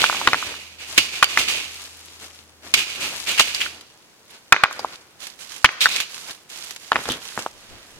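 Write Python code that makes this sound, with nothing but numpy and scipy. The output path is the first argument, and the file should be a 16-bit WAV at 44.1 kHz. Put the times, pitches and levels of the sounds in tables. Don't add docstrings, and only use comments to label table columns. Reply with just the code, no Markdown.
import sys
import numpy as np
from scipy import signal
from scipy.fft import rfft, irfft, next_fast_len
from scipy.io import wavfile

SR = 44100
rng = np.random.default_rng(int(sys.argv[2]) if len(sys.argv) > 2 else 0)


def log_audio(samples):
    frames = np.atleast_2d(samples).T
    limited = np.clip(frames, -1, 1)
    pcm = np.round(limited * 32767).astype(np.int16)
    wavfile.write(sys.argv[1], SR, pcm)


N = 352355
TIME = np.arange(N) / SR

# time_s, level_db
HUM_LEVEL = [(0, -60), (1.8, -58), (2.7, -62), (3.75, -60.5), (3.85, -78)]
HUM_HZ = 80.5
# pitch_hz, relative_db
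AIR_COLOUR = [(25, -6), (60, -3), (130, 7), (400, 6), (1000, 2), (3000, -7.5), (6000, -6.5), (10000, -10.5),
              (16000, -15.5)]
# pitch_hz, relative_db
TREE_COLOUR = [(100, -17), (400, 0.5), (1300, -9), (3000, -2.5), (6000, 9), (15000, -5)]
# pitch_hz, side_minus_mid_db
OPEN_WIDTH = [(60, -2.5), (400, -5.5), (1300, -4.5), (2400, 1.5), (4400, 5), (8000, -0.5)]

# time_s, level_db
ROLLING_LEVEL = [(7.42, -86), (7.55, -55), (7.65, -62), (7.73, -45.5), (7.85, -67), (7.99, -48)]
# pitch_hz, relative_db
RUMBLE_COLOUR = [(20, 2.5), (55, 4), (130, 0), (400, -6), (900, -8), (2500, -39.5)]

# middle_s, level_db, half_length_s
BRUSHES = [(0.831, -41, 0.016), (0.936, -36, 0.011), (2.67, -48, 0.023), (4.345, -45, 0.039),
           (4.938, -39, 0.017), (6.297, -34.5, 0.02), (7.728, -49.5, 0.19)]
# pitch_hz, relative_db
CLOTH_COLOUR = [(150, -8), (400, -2), (1400, 1), (3000, -1.5), (5000, -6.5), (14000, -30)]

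# start_s, push_db
THUDS = [(0.276, -25.5), (.979, -27), (4.527, -30), (2.74, -39.5), (3.398, -32), (5.645, -27), (7.088, -31),
         (7.104, -28), (7.379, -34)]
# pitch_hz, relative_db, t60_s
SOIL_TONES = [(132, -9.5, 0.15), (252, 0, 0.084), (329, 5, 0.051)]
# start_s, relative_db, hold_s
DRAGS = [(.005, -34, 0.017), (0.134, -37, 0.22), (.48, -37.5, 0.023), (2.233, -46.5, 0.01),
         (2.657, -44.5, 0.02), (2.99, -40.5, 0.16), (3.646, -48.5, 0.13), (4.776, -45.5, 0.11),
         (6.965, -31.5, 0.019), (7.077, -36, 0.063), (7.394, -39, 0.012), (7.72, -56, 0.34)]
# pitch_hz, relative_db
RUB_COLOUR = [(25, -33), (60, -2), (130, -4.5), (300, 2), (500, 1), (900, -1.5), (1500, -0.5), (3000, -9.5),
              (8000, -43)]
DRAG_ATTACK_S, DRAG_T60_S, IDLE_RUB_DB = 0.03, 0.33, -61.5
RUB_PER_SHIFT_DB, RUB_PER_SWEEP_DB = -16.5, -12.5

# start_s, relative_db, hold_s, right_minus_left_db
SWEEPS = [(0.898, -37, 0.055, -1), (1.714, -42.5, 0.15, -1), (1.902, -48, 0.27, -0.5),
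          (2.222, -42, 0.011, -2), (2.341, -50.5, 0.048, -2), (2.659, -45.5, 0.046, -3.5),
          (3.015, -37.5, 0.22, -4), (3.3, -43, .14, 5), (3.697, -50, 0.065, 3), (4.308, -53, 0.046, 5),
          (4.732, -48.5, 0.21, 2.5), (5.231, -40, 0.013, 10), (5.418, -42.5, .01, 9.5),
          (5.515, -42.5, 0.051, 9.5), (5.702, -52, 0.04, 7), (6.115, -42, .19, 6), (6.528, -41, 0.18, 7),
          (6.82, -46, 0.25, 6), (6.994, -41, 0.15, 6), (7.234, -41, 0.17, 6.5), (7.39, -42.5, 0.039, 4),
          (7.57, -53.5, 0.4, 6.5)]
# start_s, relative_db
SNAPS = [(2.242, -26), (3.81, -24), (4.727, -18), (5.269, -20), (5.889, -9), (6.144, -17), (6.308, -15.5),
         (6.501, -25), (6.638, -23), (6.708, -15), (6.762, -18), (7.087, -12), (7.119, -11),
         (7.3914, -13.5)]
# pitch_hz, relative_db
LEAF_COLOUR = [(300, -17.5), (1000, -6), (1800, -5.5), (2800, -2.5), (4400, -4.5), (5300, -4.5),
               (6600, -3.5), (8500, -7), (11500, -9.5), (16000, -24)]
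SWEEP_ATTACK_S, SWEEP_T60_S, IDLE_RUSTLE_DB = 0.027, 0.38, -60.5
SMALL_SNAPS_PER_S, SMALL_SNAP_DB = 16, 0

# start_s, level_db, length_s, pitch_hz
SCRAPES = [(0.018, -10, 0.0028, 3440), (0.979, -9.5, 0.0085, 3100), (2.776, -22, 0.046, 2870),
           (3.378, -16, 0.029, 2540), (3.546, -21, 0.0071, 4680), (3.603, -22, 0.038, 2580),
           (4.792, -28.5, 0.012, 4780), (5.807, -16.5, 0.06, 3700), (5.912, -26, 0.063, 3870),
           (7.099, -25, 0.045, 3300)]

# start_s, relative_db, hold_s, t60_s of the dying rattle
SHIFTS = [(.0, -19, 0.034, .8), (.15, -28.5, 0.31, 0.96), (.81, -35.5, 0.007, .8),
          (.99, -22.5, 0.015, 0.53), (1.14, -29, 0.047, .7), (1.3, -27.5, 0.042, .6),
          (1.395, -16.5, 0.0085, .3), (1.49, -21, 0.037, .65), (2.78, -19.5, 0.0068, 0.35),
          (2.88, -31, .08, 0.42), (3.025, -24, 0.017, 0.5), (3.29, -20.5, .01, .6),
          (3.42, -27.5, 0.091, 0.38), (3.55, -29, 0.11, 0.3), (5.83, -24, 0.012, 0.21),
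          (5.91, -26, 0.1, .25)]
SHIFT_ATTACK_S = 0.021
# start_s, relative_db of the buzz at its start, t60_s
STRIKES = [(0.9781, 1, 0.045), (1.23, -7, 0.031), (1.243, -2, 0.01), (1.389, -13.5, 0.019),
           (1.484, -18.5, 0.024), (2.7394, -0.5, 0.045), (3.287, -20.5, 0.056), (3.395, -3, 0.08),
           (3.546, -26, 0.049), (3.612, -20.5, 0.019), (5.8129, -17, .2), (5.962, -16.5, 0.033),
           (6.002, -16, 0.039)]
# pitch_hz, relative_db, t60_s
MESH_TONES = [(2212, -0.5, 0.064), (2370, -22.5, 0.22), (2480, -19, .25), (2730, -7, 0.083),
              (3010, -4.5, 0.14), (2910, -4.5, 0.079), (2855, 3.5, 0.1), (3040, -8, .2), (3480, -13, .2),
              (3460, -8, 0.3), (4680, -5.5, 0.11), (13060, -27, .25)]
# pitch_hz, relative_db
STEEL_COLOUR = [(300, -30.5), (900, -16.5), (1500, -12.5), (2000, -10), (2450, -2), (3000, -7.5),
                (3800, -10), (5200, -14.5), (6700, -13.5), (10000, -20), (13000, -23.5), (16000, -32)]
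# pitch_hz, side_minus_mid_db
STEEL_WIDTH = [(400, -15.5), (1300, -6), (2400, 2.5), (4400, 3), (8000, -0.5)]

# time_s, blow_db, contact_pitch_hz, crack_db (relative to the blow), cycles of fading swing
CLACKS = [(0.013, -10, 3320, -19.5, 2), (0.0319, -13.5, 1020, -20, 0.67), (0.0412, 5.5, 1350, -13, .75),
          (.062, -7.5, 3100, -18.5, 2.2), (0.0983, -3.5, 1200, -37, 1), (0.1282, -11, 1190, -25, .8),
          (.147, -16.5, 1070, -24, 1.3), (0.2148, -12.5, 1050, -28, 1.1), (0.2741, 9.5, 1518, -12.5, 0.52),
          (0.286, -7.5, 1290, -4, 0.43), (0.3327, 8, 1610, -22, 0.18), (.345, -3, 1500, -24, .6),
          (.427, -14.5, 1280, -30, 2), (.542, -23, 1360, -19, 0.69), (1.2272, 14, 1395, -17.5, 0.67),
          (1.3744, 8, 1840, -17.5, 0.53), (3.3976, -5, 1150, -15, 1.9), (3.4058, -4.5, 1230, -14.5, 0.35),
          (3.6125, -18.5, 2090, -16, 5.4), (3.6165, -6, 3000, -13, 5.7), (3.6628, -16, 1520, -15, 1.8),
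          (4.5238, 20.5, 1457, -14.5, 1.07), (4.5444, -5.5, 1500, -21, 0.49),
          (4.564, -2.5, 2000, -22, 0.55), (4.6369, 13.5, 1444, -16.5, 0.52), (4.6494, -6, 1540, -18, 1.2),
          (4.6581, -11, 1340, -21, 0.83), (4.7118, -17, 1300, -32, .8), (4.7946, -17, 835, -12, 0.64),
          (4.8474, -7.5, 940, -31, .8), (5.6449, 17, 1550, -12, 0.7), (5.6515, 4.5, 1930, -12, 0.66),
          (5.658, -0.5, 2900, -3.5, .6), (5.691, -7.5, 1960, -22, 0.43), (5.8579, 7.5, 1600, -31.5, 2),
          (5.8685, -5, 1540, -37, 1.05), (6.919, 6, 1300, -21, 0.54), (6.93, -10, 1100, -9, .4),
          (6.9582, 2, 1710, -22, 0.31), (6.9645, -6.5, 1110, -11.5, 0.55), (7.056, -21, 1200, -1, 0.78),
          (7.0899, -14.5, 470, -13, 0.63), (7.091, -13.5, 1250, -16, .7), (7.3769, -7.5, 1190, -34, 0.28),
          (7.391, -16, 990, -17, 0.36), (7.4636, -8.5, 970, -22, 0.45)]
# pitch_hz, relative_db, t60_s
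POCKETS = [(276, -38.5, 0.04), (533, -16.5, 0.022), (911, -18, 0.035), (1170, -23, 0.013),
           (1530, -15.5, 0.011), (2154, -15, 0.013), (2530, -13.5, 0.025)]
# delay_s, relative_db (to the blow), pitch_ratio, cycles of fading swing
KNOCK_ON = [(.0006, -19, .63, 3.0), (.0022, -14.5, 1.7, 2.87), (.0055, -23.5, 1.05, 1.6)]
HARD_BLOW_DB, KNOCK_ON_CRACK_DB = 8.5, -25.5

CUTOFF_HZ = 15900


def from_db(db):
    return 10 ** (np.asarray(db) / 20)


def rms_one(x):
    return x / np.sqrt(np.mean(x ** 2) + 1e-20)


def level(rows):
    s, db = np.transpose(rows)
    return from_db(np.interp(TIME, s, db))


def pan(right_db):
    return from_db(np.array([[-right_db], [right_db]]) / 2)


def add(track, s, sound):
    i = max(round(s * SR), 0)
    track[..., i:i + sound.shape[-1]] += sound[..., :N - i]


def dying(t, t60):
    return from_db(-60 * t / t60)


def colour(x, spectrum):
    hz, db = np.transpose(spectrum)
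    size = next_fast_len(x.shape[-1])
    bins = np.arange(size // 2 + 1) * SR / size + 1
    gain = from_db(np.interp(np.log(bins), np.log(hz), db))
    return irfft(rfft(x, size) * gain, size)[..., :x.shape[-1]]


def spread(pair, spectrum, width):
    mid, side = colour(pair, spectrum)
    return rms_one(mid + colour(side, width) * [[1], [-1]])


def grains(per_s, size_db):
    sizes = from_db(size_db * np.minimum(rng.exponential(1, (2, N)), 6))
    happens = rng.random((2, N)) < per_s / SR
    return rms_one(sizes * rng.standard_normal((2, N)) * happens)


def ring(x, hz, t60):
    r, w = from_db(-60 / (t60 * SR)), 2 * np.pi * hz / SR
    return signal.lfilter([0, np.sin(w)], [1, -2 * r * np.cos(w), r * r], x + 1e-18)


def effort(moves, attack_s):
    power = np.zeros(N)
    for s, db, hold, t60 in moves:
        start = max(s - 3 * attack_s, 0)
        t = np.arange(start - s, hold + t60, 1 / SR)
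        swell = np.exp(-(np.minimum(t, 0) / attack_s) ** 2)
        gain = swell * dying(np.maximum(t - hold, 0), t60)
        add(power, start, (from_db(db) * gain) ** 2)
    return np.sqrt(power)


def background(air_db):
    hum = np.sqrt(2) * level(HUM_LEVEL) * np.sin(2 * np.pi * HUM_HZ * TIME)
    air = from_db(air_db) * spread(rng.standard_normal((2, N)), AIR_COLOUR, OPEN_WIDTH)
    return air + hum * pan(-4.5)


def forest(x, wet_db, t60=0.94, treble_t60=0.19, split_hz=3000, build_s=0.0044):
    t = np.arange(SR) / SR
    echoes = spread(rng.standard_normal((2, SR)), TREE_COLOUR, OPEN_WIDTH)
    low = signal.sosfilt(signal.butter(1, split_hz, fs=SR, output="sos"), echoes)
    treble = echoes - low
    tail = low * dying(t, t60) + treble * dying(t, treble_t60)
    tail *= 1 - np.exp(-t / build_s)
    tail /= np.sqrt(np.sum(tail ** 2) / 2)
    return from_db(wet_db) * signal.fftconvolve(x, tail, axes=1)[:, :N]


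def rolling():
    return level(ROLLING_LEVEL) * spread(rng.standard_normal((2, N)), RUMBLE_COLOUR, OPEN_WIDTH)


def cloth():
    speed = sum(from_db(db) * np.exp(-((TIME - s) / half) ** 2) for s, db, half in BRUSHES)
    return speed * spread(grains(per_s=13000, size_db=1.0), CLOTH_COLOUR, OPEN_WIDTH)


def ground(shifting, sweeping, rub_db):
    bumps = np.zeros(N)
    for s, db in THUDS:
        add(bumps, s, from_db([db]))
    thuds = sum(ring(bumps, hz, t60) * from_db(db) for hz, db, t60 in SOIL_TONES)
    dragging = effort([(*drag, DRAG_T60_S) for drag in DRAGS], DRAG_ATTACK_S)
    causes = (dragging, from_db(RUB_PER_SHIFT_DB) * shifting,
              from_db(RUB_PER_SWEEP_DB) * sweeping, from_db(IDLE_RUB_DB))
    rubbing = from_db(rub_db) * np.sqrt(sum(cause ** 2 for cause in causes))
    rubs = rubbing * spread(grains(per_s=2100, size_db=0.0), RUB_COLOUR, STEEL_WIDTH)
    return (thuds + rubs) * pan(-0.905)


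def crackle(per_s, size_db, count=12):
    total = 0
    for hz in 800 * 18 ** np.linspace(0, 1, count):
        fractures = ring(grains(per_s / count, size_db), hz, 5.0 / hz)
        total = total + rms_one(fractures) * np.sqrt(hz)
    return total


def leaves(sweeping, rustle_db=3, snap_db=-10, snap_t60=0.025):
    t, flares = np.arange(SR // 10) / SR, np.ones(N)
    for s in TIME[rng.random(N) < SMALL_SNAPS_PER_S / SR]:
        add(flares, s, from_db(SMALL_SNAP_DB) * dying(t, snap_t60))
    crush = from_db(rustle_db) * np.hypot(sweeping, from_db(IDLE_RUSTLE_DB)) * flares
    for s, db in SNAPS:
        add(crush, s, from_db(db + snap_db) * dying(t, snap_t60))
    ringing = rms_one(crackle(per_s=7000, size_db=3.5))
    dry_clicks = 0.98 * grains(per_s=11000, size_db=0.0)
    return crush * spread(ringing + dry_clicks, LEAF_COLOUR, OPEN_WIDTH)


def scrapes(ring_t60=0.0028):
    out = np.zeros((2, N))
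    slips = grains(per_s=4000, size_db=0)[:, :SR // 4]
    t = np.arange(SR // 4) / SR
    for s, db, length, hz in SCRAPES:
        shuffled = rng.permuted(slips, axis=1)
        rasp = rms_one(ring(np.gradient(shuffled, axis=1), hz, ring_t60))
        add(out, s, from_db(db) * rasp * np.exp(-(t / length) ** 2))
    return out * pan(1.4)


def jerks(per_s, depth_db):
    steps = rng.standard_normal(N // 20)
    return from_db(depth_db * np.interp(TIME * per_s, np.arange(len(steps)), steps))


def mesh(shifting, chatter_db=0, ring_db=-10):
    force = from_db(chatter_db) * shifting * jerks(per_s=66, depth_db=-0.8)
    t = np.arange(SR // 4) / SR
    for s, db, t60 in STRIKES:
        add(force, s, from_db(db) * dying(t, t60))
    buzz = force * spread(grains(per_s=9000, size_db=2.0), STEEL_COLOUR, STEEL_WIDTH)
    touches = force * rng.standard_normal((2, N))
    wires = sum(ring(touches, hz, t60) * from_db(db) / np.sqrt(t60) for hz, db, t60 in MESH_TONES)
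    left, right = buzz + from_db(ring_db) * buzz.std() * rms_one(wires)
    return np.array([colour(left, [(900, -2), (2400, -5.0), (4400, -1.5), (12000, -0.5)]),
                     colour(right, [(900, -3), (2400, 1.0), (4400, 2.4), (12000, -3.5)])])


def contacts():
    passed_on = []
    for s, db, hz, _, _ in CLACKS:
        if db > HARD_BLOW_DB:
            for delay, loss_db, ratio, cycles in KNOCK_ON:
                passed_on.append((s + delay, db + loss_db, hz * ratio, KNOCK_ON_CRACK_DB, cycles))
    return CLACKS + passed_on


def clacks(scatter_db=-10, scatter_t60=0.035, crack_t60=0.019, crack_low_hz=1800, crack_high_hz=3900,
           grit_db=6, pocket_db=-2, lag_s=.00009, rise=0.59):
    out, t, lead = np.zeros((2, N)), np.arange(SR // 12) / SR, 1 / 250
    gritty = signal.butter(1, [crack_low_hz, crack_high_hz], "band", fs=SR, output="sos")
    for s, db, hz, crack_db, cycles in contacts():
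        turn = hz * (t - lead - np.array([[0], [lag_s]]))
        fade = np.where(turn < 0, rise, cycles)
        swing = np.sin(2 * np.pi * turn) * np.exp(-(turn / fade) ** 2)

        paths = rng.standard_normal(len(t)) + 0.29 * rng.standard_normal((2, len(t)))
        paths = paths * dying(t, scatter_t60) * (t > .0008)
        paths *= from_db(scatter_db) / np.sqrt(np.sum(paths ** 2) / 2)
        scattered = signal.fftconvolve(swing, paths, axes=1)[:, :len(t)]

        pockets = 0
        for pocket_hz, gain_db, t60 in POCKETS:
            pocket_gain = from_db(gain_db + pocket_db + rng.normal(0, 0.47))
            pockets = pockets + ring(swing, pocket_hz, t60) * pocket_gain
        pockets = pockets * 2 * hz / SR

        grit = rng.standard_normal(len(t)) + 1.2 * rng.standard_normal((2, len(t)))
        crack = signal.sosfilt(gritty, signal.sosfilt(gritty, grit * dying(t, crack_t60)))
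        add(out, s - lead, from_db(db) * (swing + scattered + pockets))
        add(out, s, from_db(db + crack_db + grit_db) * crack)
    return out * pan(0.78)


def scene():
    shifting = effort(SHIFTS, SHIFT_ATTACK_S)
    sides = []
    for side in (-1, 1):
        moves = [(s, db + side * right_db / 2, hold, SWEEP_T60_S) for s, db, hold, right_db in SWEEPS]
        sides.append(effort(moves, SWEEP_ATTACK_S))
    sweeping = np.array(sides)
    around = rolling() + cloth() + ground(shifting, sweeping, rub_db=1) + leaves(sweeping)
    wagon = scrapes() + mesh(shifting) + clacks()
    return background(air_db=-55.5) + forest(wagon, wet_db=-20.0) + around + wagon


def record(dry):
    clipped = np.clip(dry, -1, 1)
    return signal.sosfilt(signal.ellip(10, .1, 70, CUTOFF_HZ, fs=SR, output="sos"), clipped)


dry = scene()
out = record(dry)
log_audio(out)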